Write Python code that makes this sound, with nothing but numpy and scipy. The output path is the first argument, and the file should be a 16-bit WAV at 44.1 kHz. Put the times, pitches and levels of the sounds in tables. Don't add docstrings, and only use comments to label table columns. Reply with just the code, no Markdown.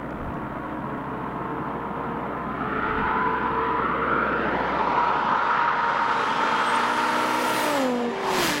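import sys
import numpy as np
from scipy import signal
from scipy.fft import rfft, irfft
from scipy.io import wavfile
from scipy.ndimage import uniform_filter1d

SR = 44100
rng = np.random.default_rng(int(sys.argv[2]) if len(sys.argv) > 2 else 0)


def bounce(signal):
    frames = np.transpose(np.atleast_2d(signal))
    limited = np.clip(frames, -1, 1)
    pcm = np.round(limited * 32767).astype(np.int16)
    wavfile.write(sys.argv[1], SR, pcm)


N = 379260
TIME = np.arange(N) / SR
FRAME, HOP = 1024, 256
FRAME_S, BIN_HZ = np.arange(N // HOP + 5) * HOP / SR, np.fft.rfftfreq(FRAME, 1 / SR)


def gain_of(db):
    return 10 ** (np.asarray(db) / 20)


def follow(rows, t):
    s, *columns = np.transpose(rows)
    return [np.interp(t, s, column) for column in columns]


def colour(points):
    hz, db = np.transpose(points)
    return gain_of(np.interp(np.log(BIN_HZ + 1), np.log(hz), db))


def wander(rate_hz):
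    spectrum = rfft(rng.standard_normal(2 ** 13))
    bin_hz = np.arange(len(spectrum)) * SR / N
    sway = irfft(spectrum / (1 + (bin_hz / rate_hz) ** 4))
    return np.interp(TIME, np.linspace(0, N / SR, len(sway)), sway / sway.std())


def power(shape, db):
    return shape ** 2 / np.sum(shape ** 2, -1, keepdims=True) * gain_of(db)[:, None] ** 2


def noise(field):
    z = rng.standard_normal(field.shape) + 1j * rng.standard_normal(field.shape)
    return signal.istft((z * np.sqrt(field)).T, nperseg=FRAME, noverlap=FRAME - HOP)[1][:N]


def swell(t, peak_s, db, rise_s, fall_s):
    u = (t - peak_s) / np.where(t < peak_s, rise_s, fall_s)
    return db - 20 * np.log10(1 + u ** 2)


def passed(at_s, length_s):
    return .5 + .5 * np.tanh((TIME - at_s) / length_s)


def during(start_s, end_s, fade_s=0.092):
    return np.clip(.5 + np.minimum(TIME - start_s, end_s - TIME) / fade_s, 0, 1)


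def doppler(abreast_s, near_s, mach):
    ahead_s = abreast_s - TIME
    return 1 / (1 - mach * ahead_s / np.hypot(ahead_s, near_s))


# time in seconds, strength in dB.
TYRES = [(0, -12.5), (1, -11), (2.45, -9), (2.85, 0), (3.4, -2.5), (4.3, 0), (5.35, -1), (5.6, 1.5),
         (5.75, -0.4), (6.7, 0.5), (6.95, -1), (7.82, -5.5), (7.89, -12.5), (8.6, -25)]
# time in seconds, drone level in dB, body level in dB.
LOW_ROAR = [(0, -34.5, -38), (1, -34.5, -40), (2.7, -33, -34.5), (3.6, -33.5, -38), (4.65, -28, -31),
            (5.3, -34.5, -32), (5.75, -38.5, -34.5), (6.5, -36.5, -34), (6.9, -41, -36), (7.65, -36.5, -32),
            (8.1, -41, -37), (8.6, -37, -43)]
# time in seconds, level in dB.
TREAD = [(0, -40), (.7, -37.5), (.95, -34.5), (2.4, -32.5), (2.7, -45), (3.05, -28.5), (4.2, -31),
         (4.7, -25.5), (6.4, -28), (7.6, -32), (7.95, -36.5), (8.6, -42)]
UPPER_DB, UPPER_GROWTH = -25.5, 1.19
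# peak in seconds, level in dB, rise in seconds, fall in seconds.
BIKE_DRONE, BIKE_BODY = (8.43, -30, .12, .11), (8.34, -32, .14, .2)
BIKE_TREAD, BIKE_UPPER = (8.31, -25.5, .08, .12), (8.44, -30, .15, .12)
BIKE_SPREAD = 2.2


def road_roar(patchy_db=0.9, flutter_db=0.67, puff_depth=.55, puff_s=0.98):
    tyres_db, = follow(TYRES, FRAME_S)
    upper_db = UPPER_DB + UPPER_GROWTH * tyres_db
    car = tyre_roar(*follow(LOW_ROAR, FRAME_S), *follow(TREAD, FRAME_S), upper_db, 1)
    bike_levels = [swell(FRAME_S, *part) for part in (BIKE_DRONE, BIKE_BODY, BIKE_TREAD, BIKE_UPPER)]
    bike = tyre_roar(*bike_levels, BIKE_SPREAD)
    patches = rng.standard_normal(car.shape)
    patches = uniform_filter1d(patches, size=14, axis=0)
    patches = uniform_filter1d(patches, size=8, axis=1)
    mottling = phasing() * gain_of(patchy_db * patches / patches.std()) ** 2
    puff_angle = 2 * np.pi * HUM_TONES[0][0] * TIME + wander(16)
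    puffing = 1 + puff_depth * np.exp(-TIME / puff_s) * np.cos(puff_angle)
    roar = noise((car + bike) * mottling)
    hiss = noise(tyre_hiss(tyres_db) * mottling) * puffing
    return (roar + hiss) * gain_of(flutter_db * wander(55))


def crest(centre_hz, width_hz):
    off = ((BIN_HZ - centre_hz) / width_hz) ** 2
    return 1 / (1 + 0.68 * off + 0.12 * off ** 2)


# frequency in Hz, relative level in dB per Hz.
DRONE = [(30, -27.5), (95, -20.5), (115, -21.5), (140, -4.5), (220, 0.5), (320, -3), (400, -6),
         (520, -12.5), (800, -26.5), (1500, -64)]
BODY = [(100, -28.5), (300, -18.5), (430, 0.5), (550, 1.5), (750, -2.5), (900, -13.5), (1300, -17),
        (2500, -65)]
TREAD_HZ, TREAD_WIDTH_HZ = 951, 100
UPPER_HZ, UPPER_WIDTH_HZ = 1309, 176


def tyre_roar(drone_db, body_db, tread_db, upper_db, spread):
    low = power(colour(DRONE), drone_db) + power(colour(BODY), body_db)
    tread = power(crest(TREAD_HZ, spread * TREAD_WIDTH_HZ), tread_db)
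    upper = power(crest(UPPER_HZ, spread * UPPER_WIDTH_HZ), upper_db)
    return low + tread + upper


# frequency in Hz, relative level in dB per Hz.
HISS = [(600, -29.5), (1300, -13.5), (1720, 3.5), (2100, -0.5), (2500, -3), (3150, -4), (4400, -9.5),
        (7000, -15), (10000, -18), (13000, -17.5), (16000, -21)]
HISS_DB = -37
HISS_NEAR_DB, HISS_NEAR_S = 9.5, 1.0
# peak in seconds, level in dB, rise in seconds, fall in seconds.
BIKE_HISS = (8.46, -28.5, .16, .18)


def tyre_hiss(tyres_db, steepening=0.043):
    closeness = np.exp(-np.maximum(CAR_BRIGHT_S - FRAME_S, 0) / HISS_NEAR_S)
    car_db = HISS_DB + tyres_db + HISS_NEAR_DB * closeness
    level = gain_of(car_db) ** 2 + gain_of(swell(FRAME_S, *BIKE_HISS)) ** 2
    khz = np.maximum(BIN_HZ - 1900, 0) / 1e3
    loss_db = air_loss()[:, None] * khz * (1 + steepening * khz)
    hiss = (colour(HISS) * gain_of(-loss_db)) ** 2
    middle = (BIN_HZ > 1800) & (BIN_HZ < 3200)
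    return hiss / np.sum(hiss[:, middle], 1, keepdims=True) * level[:, None]


# centre in seconds, extra loss in dB per kHz, length in seconds.
AIR_WAVES = [(4.05, 2, .35), (4.9, -0.55, .3), (5.7, 0.9, .15), (6.25, -0.4, 0.12), (7.15, 0.17, .35)]
CAR_BRIGHT_S, BIKE_BRIGHT_S = 7.62, 8.45
LOSS_NEAR, LOSS_FAR = -0.21, 6.54
LOSS_PER_S_COMING, LOSS_PER_S_GOING, LOSS_PER_S_BIKE = 1.376, 2.85, 5.5
LOSS_CURVE = 1.02


def air_loss():
    since = FRAME_S - CAR_BRIGHT_S
    car = np.where(since < 0, LOSS_PER_S_COMING, LOSS_PER_S_GOING) * abs(since) ** LOSS_CURVE
    bike = LOSS_PER_S_BIKE * abs(FRAME_S - BIKE_BRIGHT_S) ** LOSS_CURVE
    waves = sum(loss * np.exp(-((FRAME_S - s) / length) ** 2) for s, loss, length in AIR_WAVES)
    return np.minimum(LOSS_NEAR + np.minimum(car, bike), LOSS_FAR) + waves


# time in seconds, lag in milliseconds, depth of the notches from 0 to 1.
DELAYED_COPY = [(0, 2.4, 0.1), (1, 2.34, 0.56), (1.5, 2.04, .25), (2.3, 2.08, 0.45), (2.6, 1.99, 0.74),
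                (3, 1.78, 0.56), (3.55, 1.46, 0.6), (4.3, 1.016, 0.89), (4.65, 0.72, 0.8), (5.2, 0.53, .65),
                (5.6, 0.25, 0.4), (6.4, 0.48, 0.12), (7, 0.54, 0.16)]
FILL_IN_HZ = 3000


def phasing():
    lag_ms, depth = follow(DELAYED_COPY, FRAME_S)
    depth = np.clip(depth, 0, .95)[:, None] / (1 + (BIN_HZ / FILL_IN_HZ) ** 2)
    return 1 - depth * np.cos(2 * np.pi * BIN_HZ * lag_ms[:, None] / 1e3)


def engine(hz, db, orders, behind, jitter, shimmer_db, rough):
    turns = np.cumsum(hz * (1 + jitter * wander(23.9))) / SR
    out, total = np.zeros(N), 0
    for order, front_db, rear_db in orders:
        height = gain_of(front_db + (rear_db - front_db) * behind)
        angle = 2 * np.pi * (order * turns + rng.random())
        steady = gain_of(shimmer_db * wander(5)) * np.cos(angle)
        smeared = rough * wander(38) * np.sin(angle)
        out += height * (steady + smeared)
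        total = total + height ** 2 / 2
    return out / np.sqrt(total) * gain_of(db)


# time in seconds, crank turns a second before the pitch bend, level in dB.
CAR = [(5.7, 49.45, -45), (6.3, 50, -32), (6.7, 50.95, -30.5), (7, 52.55, -27), (7.4, 54.1, -26.5),
       (7.85, 54.2, -24.7), (8.12, 53.5, -27.5)]
# multiple of the crank rate, relative dB from the front, relative dB from behind.
CAR_ORDERS = [(2, -17, -30), (4, -1.5, -25), (5, -2, 0), (6, -11, -24), (7, -11, -17), (8, -2.5, -25),
              (9, -11, -22), (10, -4, 0), (11, -11, -20), (14, -2, -22), (15, 5, -9), (15.5, -3, -18),
              (16, -10, -22), (20, -17, -13), (22, 0, -24), (25, -12, -15), (30, -6, -22), (36, -12, -26)]
CAR_PASS = (7.8, .13, .142)


def car_engine():
    crank_hz, db = follow(CAR, TIME)
    hz = crank_hz * doppler(*CAR_PASS)
    sound = engine(hz, db, CAR_ORDERS, passed(7.68, .12), jitter=.0012, shimmer_db=1.4, rough=.2)
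    return sound * during(CAR[0][0], CAR[-1][0])


def whistle(hz, db, smear, shimmer_db):
    tone = np.sin(2 * np.pi * np.cumsum(hz * (1 + smear * wander(207))) / SR)
    return np.sqrt(2) * tone * gain_of(db + shimmer_db * wander(31))


# time in seconds, level in dB.
TURBO_LEVEL = [(6.25, -56), (6.6, -59), (6.7, -46.5), (6.8, -55.5), (7.35, -56), (7.62, -44.5), (7.95, -61),
               (8.14, -62)]
# time in seconds, frequency in Hz, level in dB.
WHINE = [(6.1, 3140, -58), (6.3, 3220, -48.5), (6.6, 3220, -42), (6.85, 3250, -51)]
TURBO_HZ, TURBO_IDLE = 8060, .34
SPOOL_AT_S, SPOOL_S = 6.465, .28
TURBO_PASS = (7.72, .09, .142)


def car_whistles():
    spool = TURBO_IDLE + (1 - TURBO_IDLE) * passed(SPOOL_AT_S, SPOOL_S)
    turbo_hz = TURBO_HZ * spool * doppler(*TURBO_PASS)
    turbo = whistle(turbo_hz, *follow(TURBO_LEVEL, TIME), smear=0.00656, shimmer_db=3.0)
    whine = whistle(*follow(WHINE, TIME), smear=0.0025, shimmer_db=1.0)
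    turbo *= during(TURBO_LEVEL[0][0], TURBO_LEVEL[-1][0])
    return turbo + whine * during(WHINE[0][0], WHINE[-1][0])


# multiple of the firing rate, relative dB from the front, and from behind.
BIKE_ORDERS = [(.5, -18, -9), (1, 0, 0), (1.5, -18, -9), (2, -13, 0), (3, -16, -5), (4, -22, -8),
               (5, -26, -6), (7, -30, -11)]
BIKE_FIRING_HZ, BIKE_HEARD_S = 326, 8.07
BIKE_PASS = (8.465, .11, .175)
# peak in seconds, level in dB, rise in seconds, fall in seconds.
BIKE_ENGINE = (8.33, -30, .34, .42)


def motorcycle():
    hz, db = BIKE_FIRING_HZ * doppler(*BIKE_PASS), swell(TIME, *BIKE_ENGINE)
    sound = engine(hz, db, BIKE_ORDERS, passed(8.42, .04), jitter=.002, shimmer_db=1.5, rough=.2)
    return (sound + rasp(hz)) * during(BIKE_HEARD_S, np.inf)


# frequency in Hz, relative level in dB per Hz.
RASP = [(800, -15), (2200, 0), (3200, -2), (4300, 0.5), (6500, -4.5), (9000, -10), (16000, -21)]
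BIKE_RASP = (8.46, -29.5, .14, .11)


def rasp(firing_hz, depth=0.6):
    hiss = noise(power(colour(RASP), swell(FRAME_S, *BIKE_RASP))) * passed(8.26, .06)
    return hiss * (1 + depth * np.cos(np.pi * np.cumsum(firing_hz) / SR))


# start in seconds, end in seconds, first frequency in Hz, last frequency in Hz, level in dB.
RISING_TONES = [(.85, 2.42, 424, 477.8, -41), (2.6, 4.4, 428, 469.4, -36), (5.71, 6.55, 461, 471, -44)]
RISE_EASING = .7


def rising_tones():
    orders, out = [(1, 0, 0), (2, -6, -6), (3, -10, -10)], np.zeros(N)
    for start, end, first_hz, last_hz, db in RISING_TONES:
        share = np.clip((TIME - start) / (end - start), 0, 1)
        climb = np.expm1(-RISE_EASING * share) / np.expm1(-RISE_EASING)
        hz = first_hz + (last_hz - first_hz) * climb
        sound = engine(hz, db, orders, 0, jitter=.002, shimmer_db=2.5, rough=.28)
        out += sound * during(start, end)
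    return out


# time in seconds, firing rate in Hz, level in dB.
COASTING = [(.2, 561, -46), (2.45, 513, -41.5), (2.8, 507, -62), (3.25, 500.5, -28), (4.25, 488.5, -46),
            (4.65, 483.6, -35.5), (5.55, 472, -32.5), (6.8, 449.5, -38), (7.4, 440, -51.5)]


def coasting():
    orders = [(1, -17, -17), (2, 0, 0), (3, -15, -15)]
    sound = engine(*follow(COASTING, TIME), orders, 0, jitter=.002, shimmer_db=3.5, rough=.4)
    return sound * during(COASTING[0][0], COASTING[-1][0])


# frequency in Hz, level in dB before the fading.
HUM_TONES = [(64.4, -48), (129, -44.5), (144, -46), (274, -45), (306, -45.5), (692, -48.5), (722, -50.5)]
# time in seconds, change in dB.
HUM_FADE = [(0, -1), (1, -0.5), (5, -11), (8.6, -19)]
# time in seconds, change in dB.
BOOM = [(0, 0), (1.5, -2.5), (4.6, 4), (5.3, -6), (8.6, -19)]


def hum(drift=0.00291, shimmer_db=2.3):
    out = np.zeros(N)
    for k, (hz, db) in enumerate(HUM_TONES):
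        fade_db, = follow(HUM_FADE if k else BOOM, TIME)
        sway_db = (shimmer_db if k else .5) * wander(2.8)
        turns = np.cumsum(hz * (1 + drift * wander(2))) / SR
        out += gain_of(db + fade_db + sway_db) * np.sin(2 * np.pi * turns)
    return np.sqrt(2) * out


# frequency in Hz, relative level in dB per Hz.
GUST = [(15, -4), (35, 1.5), (60, 2.5), (100, -1), (160, -14), (400, -59.5)]
# peak in seconds, level in dB, rise and fall length in seconds.
GUSTS = [(.25, -31, .05), (.5, -43, 0.12), (2.97, -33, .08), (8.45, -46.5, 0.13)]
# time in seconds, change in dB.
BACKGROUND = [(0, 2), (4.7, 0), (5.3, -14.5), (8.6, -15)]
# frequency in Hz, relative level in dB per Hz.
FLOOR = [(100, 0), (4000, 1), (9000, 0), (16000, 0)]
# time in seconds, starting level in dB.
TICKS = [(.107, -43), (.342, -46), (.98, -52)]
FLOOR_DB, BREEZE_DB = -67, -56
BREEZE_SINK = 0.5


def microphone():
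    sink_db, = follow(BACKGROUND, FRAME_S)
    wind = power(colour(GUST), BREEZE_DB + BREEZE_SINK * sink_db)
    wind += sum(power(colour(GUST), swell(FRAME_S, s, db, length, length)) for s, db, length in GUSTS)
    out = noise(wind + power(colour(FLOOR), FLOOR_DB + sink_db))
    t = np.arange(SR // 200) / SR
    for s, db in TICKS:
        burst = uniform_filter1d(rng.standard_normal(len(t)), size=4)
        out[round(s * SR):][:len(t)] += gain_of(db) * burst / burst.std() * np.exp(-t / 0.00067)
    return out


def scene():
    vehicles = road_roar() + car_engine() + car_whistles() + motorcycle()
    mono = vehicles + rising_tones() + coasting() + hum() + microphone()
    hz = np.fft.rfftfreq(N, 1 / SR)
    lag_s = 5.3e-6 * np.clip((hz - 200) / 400, 0, 1)
    left = irfft(rfft(mono) * np.exp(-2j * np.pi * hz * lag_s), N)
    return np.array([left, mono])


EDGE_HZ = 16450


def record(dry):
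    low_pass = signal.firwin(511, EDGE_HZ, window=("kaiser", 9), fs=SR)
    return signal.oaconvolve(dry, low_pass[None], "same")


dry = scene()
out = record(dry)
bounce(out)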